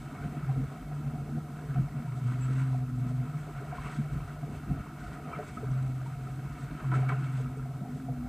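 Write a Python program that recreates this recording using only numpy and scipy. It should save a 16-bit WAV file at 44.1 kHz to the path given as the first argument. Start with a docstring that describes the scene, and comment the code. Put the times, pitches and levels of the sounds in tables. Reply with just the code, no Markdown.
"""Water rushes and gurgles along a heeling sailboat, heard from a cased microphone on the stern rail.
The wash and its bubbles ring the rail and case, spray hisses, and a deep, lumpy rumble swells beneath.
Choppy waves jolt, thump and later slap the hull; a stay rings with the jolts and hums in the gusts.
There is one brief high squeak, and a few drops tick close by.
The one microphone feeds two channels, each with its own hiss."""
import sys
import numpy as np
from scipy import signal
from scipy.fft import rfft, irfft
from scipy.io import wavfile

SR = 44100
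rng = np.random.default_rng(int(sys.argv[2]) if len(sys.argv) > 2 else 0)


def wav_out(sig):
    """Save sig, one row per channel (or a flat mono array), as 16-bit PCM at SR to the path in sys.argv[1]."""
    wavfile.write(sys.argv[1], SR, np.round(np.clip(np.atleast_2d(sig).T, -1, 1) * 32767).astype(np.int16))


N = 365148

# steady flow along the hull: t/s, low gurgle/dB, high rush/dB, spray/dB
FLOW = [(0, -52, -51, -68), (.6, -51, -52.5, -70), (1.05, -50.5, -53, -70), (1.45, -53, -57, -69.5),
        (1.65, -55, -53, -69), (2.1, -55, -53, -70), (2.9, -54, -55, -72), (3.4, -53, -52.5, -70),
        (4.05, -50, -51, -67), (4.4, -52.5, -53.5, -71), (5.0, -53, -51.5, -70), (5.7, -52, -53, -68),
        (6.2, -55, -53.5, -68), (6.75, -54, -51, -69), (7.2, -54, -49.5, -70), (7.45, -54, -52.5, -70),
        (7.85, -53, -56.5, -72), (8.28, -53, -55, -73)]
# water lapping low on the hull: peak t/s, gurgle/dB
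LAPS = [(.25, -46.5), (.34, -47.5), (.6, -47), (.91, -47), (1.18, -47), (1.29, -47.5), (1.38, -47.5),
        (1.77, -47), (2.74, -49), (3.48, -48), (3.74, -45.5), (3.89, -45), (4.47, -49.5), (4.54, -49),
        (5.09, -48), (5.19, -44), (5.28, -43), (5.4, -43), (5.51, -47.5), (5.58, -47), (5.63, -45),
        (5.76, -48.5), (5.9, -49.5), (6.27, -50), (6.8, -48), (6.97, -44), (7.03, -46), (7.39, -49),
        (7.54, -50), (7.86, -46), (8.09, -50), (8.26, -47)]
# the bow wave breaking: peak t/s, rush/dB, spray/dB, build-up over 20 dB/s
BOW_SPLASHES = [(.09, -50, -65, .3), (.24, -49.5, -66, .3), (.37, -48.5, -70, .1), (1.75, -49.5, -69, .1),
                (2.33, -50, -63.5, .6), (2.44, -50.5, -64, .5), (2.6, -49, -60, .6), (2.76, -52, -66, .5),
                (3.11, -54, -68, .2), (3.42, -53, -65, .6), (3.55, -50.5, -70, .1), (3.74, -48, -67, .25),
                (3.88, -44.5, -62, .6), (3.97, -48.5, -60, .5), (4.3, -51, -65.5, .6),
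                (4.55, -50, -64.5, .12), (5.05, -51, -64, .3), (5.14, -49, -65, .3), (5.36, -46, -69, .4),
                (5.49, -51, -60.5, .2), (5.54, -52, -61, .1), (5.78, -49, -67, .4), (6.13, -53, -66, .3),
                (6.64, -52, -64, .7), (6.8, -47.5, -67, .2), (6.95, -49, -60, .1), (7.1, -47, -63, .12),
                (7.25, -48, -65, .4), (7.37, -49, -62, .4), (7.98, -56, -67, .25)]
# modes of the rail and microphone case: f/Hz, width/Hz, gain/dB
CASE_MODES = [(414, 109, 4.5), (621, 120, 0.5), (713, 59, 8.5), (768, 50, 1.5), (988, 262, -2.5),
              (1294, 189, 3.5), (1442, 325, -1.5), (1910, 370, -9.5), (2222, 185, -6), (2626, 360, -12),
              (3090, 136, -16), (3650, 1740, -25.5)]
# spectrum of the spray: f/Hz, relative density/dB
SPRAY_SPECTRUM = [(2500, -5), (3500, 0.5), (5500, -7), (6500, -2), (7100, -7), (8000, 3.5), (9000, -7.5),
                  (10500, -12), (12500, -37.5), (15000, -33)]
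# waves jolting the hull, and each part's share: peak t/s, stay/dB, rail/dB, panels/dB
JOLTS = [(.07, -43.5, -56, -45), (.26, -54, -33, -38), (.38, -47, -33, -41), (.51, -24.5, -40, -44),
         (.6, -24.5, -32, -38), (.88, -48, -39, -41.5), (.94, -42, -35, -46), (1.08, -34, -33, -48),
         (1.17, -35, -32.5, -41), (1.38, -40, -32.5, -36.5), (1.57, -52, -38, -46), (1.7, -34, -36.5, -47),
         (1.8, -24.5, -34, -39.5), (1.96, -38, -33.5, -45), (2.21, -50, -37, -49), (2.6, -50, -42, -48),
         (2.9, -50, -36.5, -48), (3.0, -50, -38, -48), (3.2, -50, -35.5, -47), (3.29, -48, -34, -47),
         (3.36, -36, -34.5, -47), (3.6, -35, -43, -47), (3.71, -52, -37.5, -47), (3.85, -41, -37, -44),
         (4.01, -36, -29.5, -42.5), (4.15, -32.5, -34, -42.5), (4.44, -39, -33, -46), (4.72, -34, -36, -36),
         (4.99, -44, -40.5, -45), (5.12, -44, -43, -44), (5.26, -44, -40, -43.5), (5.38, -50, -42.5, -43),
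         (5.53, -45, -52, -43.5), (5.72, -50, -39, -43), (5.9, -50, -47, -44), (6.11, -50, -37, -47),
         (6.48, -50, -39, -48), (6.64, -34, -44, -46), (6.73, -44, -45, -40), (6.94, -50, -44, -37),
         (7.12, -50, -34.5, -45), (7.22, -50, -37, -44), (7.5, -50, -45, -44), (7.82, -50, -43, -41),
         (7.96, -36.5, -40, -47), (8.11, -31, -41, -49), (8.23, -40, -52, -45.5)]
# the hull shaking between jolts, heard in the rail: t/s, level/dB
HULL_SHAKE = [(0, -52), (.4, -42), (.8, -46), (.95, -38), (1.4, -39), (1.5, -43), (1.75, -39), (2.2, -43),
              (2.7, -50), (3.0, -41), (3.4, -39), (3.6, -45), (4.7, -44), (4.9, -52), (5.6, -53),
              (6.3, -47), (7.6, -46), (8.28, -52)]
# swells of deep rumble: peak t/s, level/dB
RUMBLE_SWELLS = [(.23, -39), (.44, -45), (.6, -38), (1.2, -44), (1.71, -44), (1.8, -37), (1.98, -44.5),
                 (3.81, -39), (4.17, -33), (4.54, -40), (4.72, -34), (5.07, -41), (5.7, -41), (6.16, -46),
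                 (6.52, -44), (6.73, -44), (7.5, -44), (7.77, -46), (8.21, -39)]
# spectrum of the rumble: f/Hz, relative density/dB
RUMBLE_SPECTRUM = [(20, -17), (32, -18), (48, 1.5), (65, -5.5), (100, -3.5), (125, -12), (160, -12)]
# spectrum of the hull panels: f/Hz, relative density/dB
PANEL_SPECTRUM = [(90, -47), (150, 2.5), (190, -0.5), (250, 3), (300, -4), (335, -3), (355, -26)]
# single bubbles and drips: t/s, level/dB, f/Hz, t60/s
PLINKS = [(.092, -38, 694, 0.067), (.34, -37, 440, .06), (.488, -34, 773, 0.075), (.56, -38, 456, 0.09),
          (.636, -32, 447, 0.039), (.913, -32, 720, 0.047), (1.15, -36, 725, .1), (1.276, -34, 705, 0.051),
          (1.369, -37, 482, 0.039), (1.755, -35, 722, 0.11), (1.99, -43, 516, 0.044),
          (1.877, -35, 728, 0.041), (2.075, -43, 950, 0.065), (2.5, -38, 453, 0.066),
          (2.745, -26.5, 720, 0.038), (3.725, -27.5, 715, 0.072), (3.782, -27.5, 1047, 0.041),
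          (3.86, -32, 1148, 0.05), (4.429, -34, 701, 0.065), (5.305, -58, 2300, 0.092),
          (5.33, -40, 2330, 0.093), (5.332, -28.5, 1285, 0.074), (5.35, -36, 2130, 0.043),
          (5.358, -29, 1275, 0.053), (5.385, -35, 602, 0.14), (5.387, -34.5, 430, 0.17),
          (5.571, -28.5, 1284, 0.062), (5.63, -30.5, 423, 0.072), (6.06, -36.5, 933, .06),
          (6.268, -39.5, 1301, 0.082), (6.92, -33, 1008, 0.093), (6.933, -44, 2230, .1),
          (6.939, -26.5, 1331, 0.063), (6.975, -48, 2310, .1), (7.087, -33.5, 2257, 0.09),
          (7.095, -25, 1330, .06), (7.115, -30, 1030, 0.082), (7.4, -35.5, 450, .07),
          (7.569, -35.5, 431, 0.076), (7.656, -33, 706, 0.045), (7.856, -40, 745, 0.062),
          (8.085, -29.5, 719, 0.058), (8.09, -36.5, 481, 0.065)]
# dull thumps through the hull: t/s, level/dB, f/Hz, t60/s
HULL_THUMPS = [(0.429, -29, 169, 0.12), (0.575, -24.5, 254, 0.17), (1.371, -32, 177, 0.095),
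               (1.785, -22, 169.5, 0.14), (1.995, -30.5, 234.9, 0.16), (2.499, -51, 172, 0.17),
               (3.985, -19.5, 220.7, 0.11), (4.139, -46, 172, 0.15), (4.661, -29.5, 239, 0.1),
               (4.708, -23.5, 172.4, 0.11), (5.264, -30, 176, 0.12), (7.809, -28.5, 206.6, 0.12),
               (8.082, -40, 249.6, 0.14)]
# the higher hum of the wires, one table a gust: t/s, f/Hz, level/dB
HIGH_HUM_GUSTS = [
    [(0.85, 225, -62), (1.012, 219.8, -53), (1.074, 243, -44.5), (1.152, 226, -46.5), (1.308, 223.4, -53),
     (1.35, 231.6, -36.5)],
    [(2.2, 228.7, -65), (2.258, 242, -43), (2.388, 259.1, -49.5), (2.6, 264, -43), (2.85, 252.3, -45),
     (2.9, 248, -42), (3.216, 250.6, -42), (3.29, 249.4, -46), (3.45, 244.5, -62)],
    [(7.38, 240.6, -58), (7.412, 257, -48), (7.478, 248.0, -37), (7.528, 259.9, -45), (7.698, 243.2, -48.5),
     (7.75, 250, -62)],
    [(7.85, 238.8, -45), (7.984, 262.3, -45.5), (8.044, 260.8, -40), (8.07, 263, -49),
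     (8.174, 244.6, -41.5), (8.254, 246.9, -36), (8.28, 244.6, -43)],
]
# the low hum of the stay, one table a gust: t/s, f/Hz, level/dB
LOW_HUM_GUSTS = [
    [(2.0, 128, -47), (2.12, 123.9, -33), (2.21, 125.5, -36), (2.26, 123, -27), (2.33, 124.8, -32),
     (2.6, 131.6, -25), (2.67, 132, -30), (2.84, 128.4, -27), (2.87, 128.5, -37), (2.95, 124.1, -31),
     (3.16, 124.4, -33.5), (3.23, 128, -30), (3.27, 132, -45)],
    [(5.58, 124, -58), (5.65, 126.8, -32.5), (5.72, 130.8, -28.5), (6.3, 131.2, -40.5), (6.48, 131, -37.5),
     (6.55, 133, -48)],
    [(6.8, 133, -52), (6.87, 130.5, -29.5), (6.97, 129.9, -27), (7.29, 130.2, -33), (7.4, 131.3, -30.5),
     (7.56, 131.2, -42.5), (7.63, 130.7, -35.5), (7.84, 131.7, -37.5), (7.91, 133, -50)],
]
# one high squeak: start t/s, end t/s, start f/Hz, end f/Hz, level/dB
SQUEAK = (2.409, 2.459, 7655, 7715, -53.5)
# drops landing near the microphone: t/s, level/dB, f/Hz, t60/s
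NEAR_DROPS = [(2.9858, -51.5, 8200, 0.019), (3.8353, -51, 8340, 0.023), (5.7144, -50, 5940, 0.018),
              (6.6283, -52, 8160, 0.02), (7.5712, -51, 8280, 0.022)]
# waves slapping the hull: t/s, drive to the modes/dB, t60/s
HULL_SLAPS = [(6.917, -43, .45), (7.092, -39, .28)]


def from_db(db):
    """Gain of a level in dB."""
    return 10 ** (np.asarray(db) / 20)


def rms_one(x):
    """The signal scaled to rms 1."""
    return x / np.sqrt(np.mean(x ** 2) + 1e-20)


def in_time(rows):
    """Each column after the time column, interpolated sample by sample."""
    times, *columns = np.transpose(rows)
    return [np.interp(np.arange(N) / SR, times, column) for column in columns]


def drift(rate_hz):
    """Slow random wander of rms 1, changing about rate_hz times a second."""
    hop, settle = 40, 2000   # samples a step, steps discarded
    pole = np.exp(-2 * np.pi * rate_hz * hop / SR)
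    white = rng.standard_normal(N // hop + settle + 2)
    slow = signal.lfilter([1], [1, -2 * pole, pole * pole], white)[settle:]
    return np.interp(np.arange(N) / hop, np.arange(len(slow)), rms_one(slow))


def swells(rest_db, times, peak_db, rise_s, fall_s):
    """Level in dB, peaking above rest at each event; rise_s and fall_s are the times for 20 dB."""
    t = np.arange(0, N / SR, .002)
    since_peak = t[:, None] - times
    event_db = peak_db - 20 * np.maximum(-since_peak / rise_s, since_peak / fall_s)
    return np.maximum(rest_db, np.interp(np.arange(N) / SR, t, event_db.max(axis=1)))


def resonance(x, hz, width_hz):
    """Two-pole peak of gain 1."""
    r = np.exp(-np.pi * width_hz / SR)
    poles = [1, -2 * r * np.cos(2 * np.pi * hz / SR), r * r]
    return signal.lfilter(np.array([1, 0, -1]) * (1 - r * r) / 2, poles, x)


def coloured(spectrum):
    """Noise shaped to a spectrum table; rms 1."""
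    hz, db = np.transpose(spectrum)
    white = rfft(rng.standard_normal(N))
    bin_hz = np.maximum(np.arange(len(white)) * SR / N, 1)
    shape_db = np.interp(np.log(bin_hz), np.log(hz), db, left=-60, right=-60)
    return rms_one(irfft(white * from_db(shape_db), N))


def grains(per_s, spread_db):
    """Random clicks, most small and a few large; rms 1."""
    sizes = from_db(spread_db * np.minimum(rng.exponential(1, N), 5)) * rng.choice([-1, 1], N)
    return rms_one(sizes * (rng.random(N) < per_s / SR))


def hum(hz, level_db, waver_hz):
    """A nearly clean tone that wavers a little in pitch and level."""
    phase = 2 * np.pi * np.cumsum(hz + waver_hz * drift(9.8)) / SR
    return np.sqrt(2) * from_db(level_db + 1.16 * drift(7.8)) * np.sin(phase)


def rings(rows, rise_s):
    """One damped sine a row; the soft onset keeps its peak below the listed level."""
    out, t = np.zeros(N + SR), np.arange(SR // 2) / SR
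    onset = 1 - np.exp(-t / rise_s)
    for start_s, level_db, hz, t60 in rows:
        i = round(start_s * SR)
        out[i:i + len(t)] += from_db(level_db - 60 * t / t60) * onset * np.sin(2 * np.pi * hz * t)
    return out[:N]


def water():
    """Flow along the hull: laps lift the gurgle, the breaking bow wave lifts rush and spray."""
    gurgle_db, rush_db, spray_db = in_time(FLOW)
    times, rush_peak_db, spray_peak_db, build_s = np.transpose(BOW_SPLASHES)
    gurgle_db = swells(gurgle_db + 1.5 * drift(18), *np.transpose(LAPS), rise_s=.08, fall_s=.12)
    rush_db = swells(rush_db + .7 * drift(14), times, rush_peak_db, build_s, fall_s=.3)
    spray_db = swells(spray_db + .7 * drift(8), times, spray_peak_db, build_s, fall_s=.25)
    return wash(gurgle_db, rush_db, spray_db) + spray(spray_db)


def wash(gurgle_db, rush_db, spray_db):
    """Rush and bursting bubbles drive each mode of rail and case separately; all surge together."""
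    gurgle_below_hz, bright_above_hz, slap_low_hz, calm_spray_db = 900, 1400, 680, -69
    out, surge, slap = 0, drift(4.1), slap_envelope()
    for hz, width_hz, mode_db in CASE_MODES:
        lumpiness = min(1, (1500 / hz) ** .69)   # small high bubbles blend into a smooth rush
        drive = rng.standard_normal(N) + .62 * lumpiness * grains(per_s=70, spread_db=3)
        drive *= from_db(lumpiness * (.7 * surge + 1.42 * drift(11.7)))
        mode = resonance(resonance(drive, hz, width_hz), hz, width_hz)   # twice: deep valleys
        slap_share = (min(1, hz / slap_low_hz) * lumpiness) ** 1.8   # most in the middle modes
        bright_db = (hz > bright_above_hz) * lumpiness * .5 * (spray_db - calm_spray_db)
        flow_db = gurgle_db if hz < gurgle_below_hz else rush_db + bright_db
        gain = (from_db(flow_db) + slap * slap_share) * from_db(mode_db)
        out += gain * rms_one(mode) * np.sqrt(width_hz / 1000)
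    return out


def spray(spray_db):
    """Fine droplets: bright noise that patters a little."""
    patter = from_db(1.3 * drift(26) + .95 * drift(45))
    return from_db(spray_db) * patter * coloured(SPRAY_SPECTRUM)


def stay():
    """The wire rings faintly throughout and swells when waves jolt the hull."""
    times, peak_db, _, _ = np.transpose(JOLTS)
    level_db = swells(-52 + 3 * drift(6), times, peak_db, rise_s=.09, fall_s=.09)
    return hum(hz=133.5, level_db=level_db, waver_hz=1.5)


def rail():
    """The lowest mode of the rail under the microphone clamp, kept ringing by the shaking hull."""
    times, _, peak_db, _ = np.transpose(JOLTS)
    rest_db = in_time(HULL_SHAKE)[0] + 2 * drift(9)
    level_db = swells(rest_db, times, peak_db, rise_s=.1, fall_s=.15)
    return hum(hz=147.6, level_db=level_db, waver_hz=2.52)


def rumble():
    """Swells of deep, lumpy rumble, often as waves jolt the hull."""
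    level_db = swells(-49.5 + 1.5 * drift(4), *np.transpose(RUMBLE_SWELLS), rise_s=.15, fall_s=.17)
    return from_db(level_db + .53 * drift(7.6)) * coloured(RUMBLE_SPECTRUM)


def hull_panels():
    """The panels drum dully as waves jolt the hull."""
    times, _, _, peak_db = np.transpose(JOLTS)
    level_db = swells(-48 + 1.5 * drift(6), times, peak_db, rise_s=.15, fall_s=.15)
    return from_db(level_db + 2.2 * drift(27)) * coloured(PANEL_SPECTRUM)


def plinks():
    """Single bubbles and drips ring briefly above the wash."""
    return rings(PLINKS, rise_s=.003)


def hull_thumps():
    """Waves strike the hull, which answers with a low, quickly damped note."""
    return rings(HULL_THUMPS, rise_s=.005)


def gust_hum(gusts, waver_hz):
    """In each gust, vortices shed behind a wire lock to it and make it hum."""
    out, t, fade_s = 0, np.arange(N) / SR, .05
    for gust in gusts:
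        start_s, end_s = gust[0][0], gust[-1][0] + fade_s
        gate = np.clip(np.minimum(t - start_s, end_s - t) / fade_s, 0, 1)
        out += gate * hum(*in_time(gust), waver_hz)
    return out


def squeak():
    """A high slip tone that starts and stops abruptly, rising slightly."""
    start_s, end_s, start_hz, end_hz, level_db = SQUEAK
    t, fade_s = np.arange(N) / SR, .002
    gate = np.clip(np.minimum(t - start_s, end_s - t) / fade_s, 0, 1)
    hz = np.interp(t, [start_s, end_s], [start_hz, end_hz])
    return from_db(level_db) * gate * np.sin(2 * np.pi * np.cumsum(hz) / SR)


def near_drops():
    """Drops land close to the microphone, each a tiny high tick."""
    return rings(NEAR_DROPS, rise_s=.0008)


def slap_envelope():
    """Waves slapping the hull lift the wash suddenly, then die away."""
    out, t = np.zeros(N), np.arange(N) / SR
    for start_s, drive_db, t60 in HULL_SLAPS:
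        out += (t > start_s) * from_db(drive_db - 60 * np.maximum(t - start_s, 0) / t60)
    return out


def scene():
    """Everything reaches the one microphone on the stern rail, alike in both channels."""
    mono = water() + stay()
    mono += gust_hum(LOW_HUM_GUSTS, waver_hz=1.14) + gust_hum(HIGH_HUM_GUSTS, waver_hz=2.35)
    mono += rail() + rumble() + hull_panels()
    mono += plinks() + hull_thumps() + squeak() + near_drops()
    return np.tile(mono, (2, 1))


def record(dry):
    """The preamp hisses in both channels alike, each adds its own thin hiss; the top is cut."""
    hiss_low_hz, hiss_dull_hz, cutoff_hz = 3020, 15300, 15270
    high_pass = signal.butter(6, hiss_low_hz, "high", fs=SR, output="sos")
    channel_hiss = from_db(-65.5) * signal.sosfilt(high_pass, rng.standard_normal((2, N)))
    preamp_hiss = from_db(-66.5) * rng.standard_normal(N)
    hiss = signal.lfilter(*signal.butter(1, hiss_dull_hz, fs=SR), channel_hiss + preamp_hiss)
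    low_pass = signal.ellip(14, .5, 70, cutoff_hz, fs=SR, output="sos")
    return signal.sosfilt(low_pass, dry + hiss)


dry = scene()
out = record(dry)
wav_out(out)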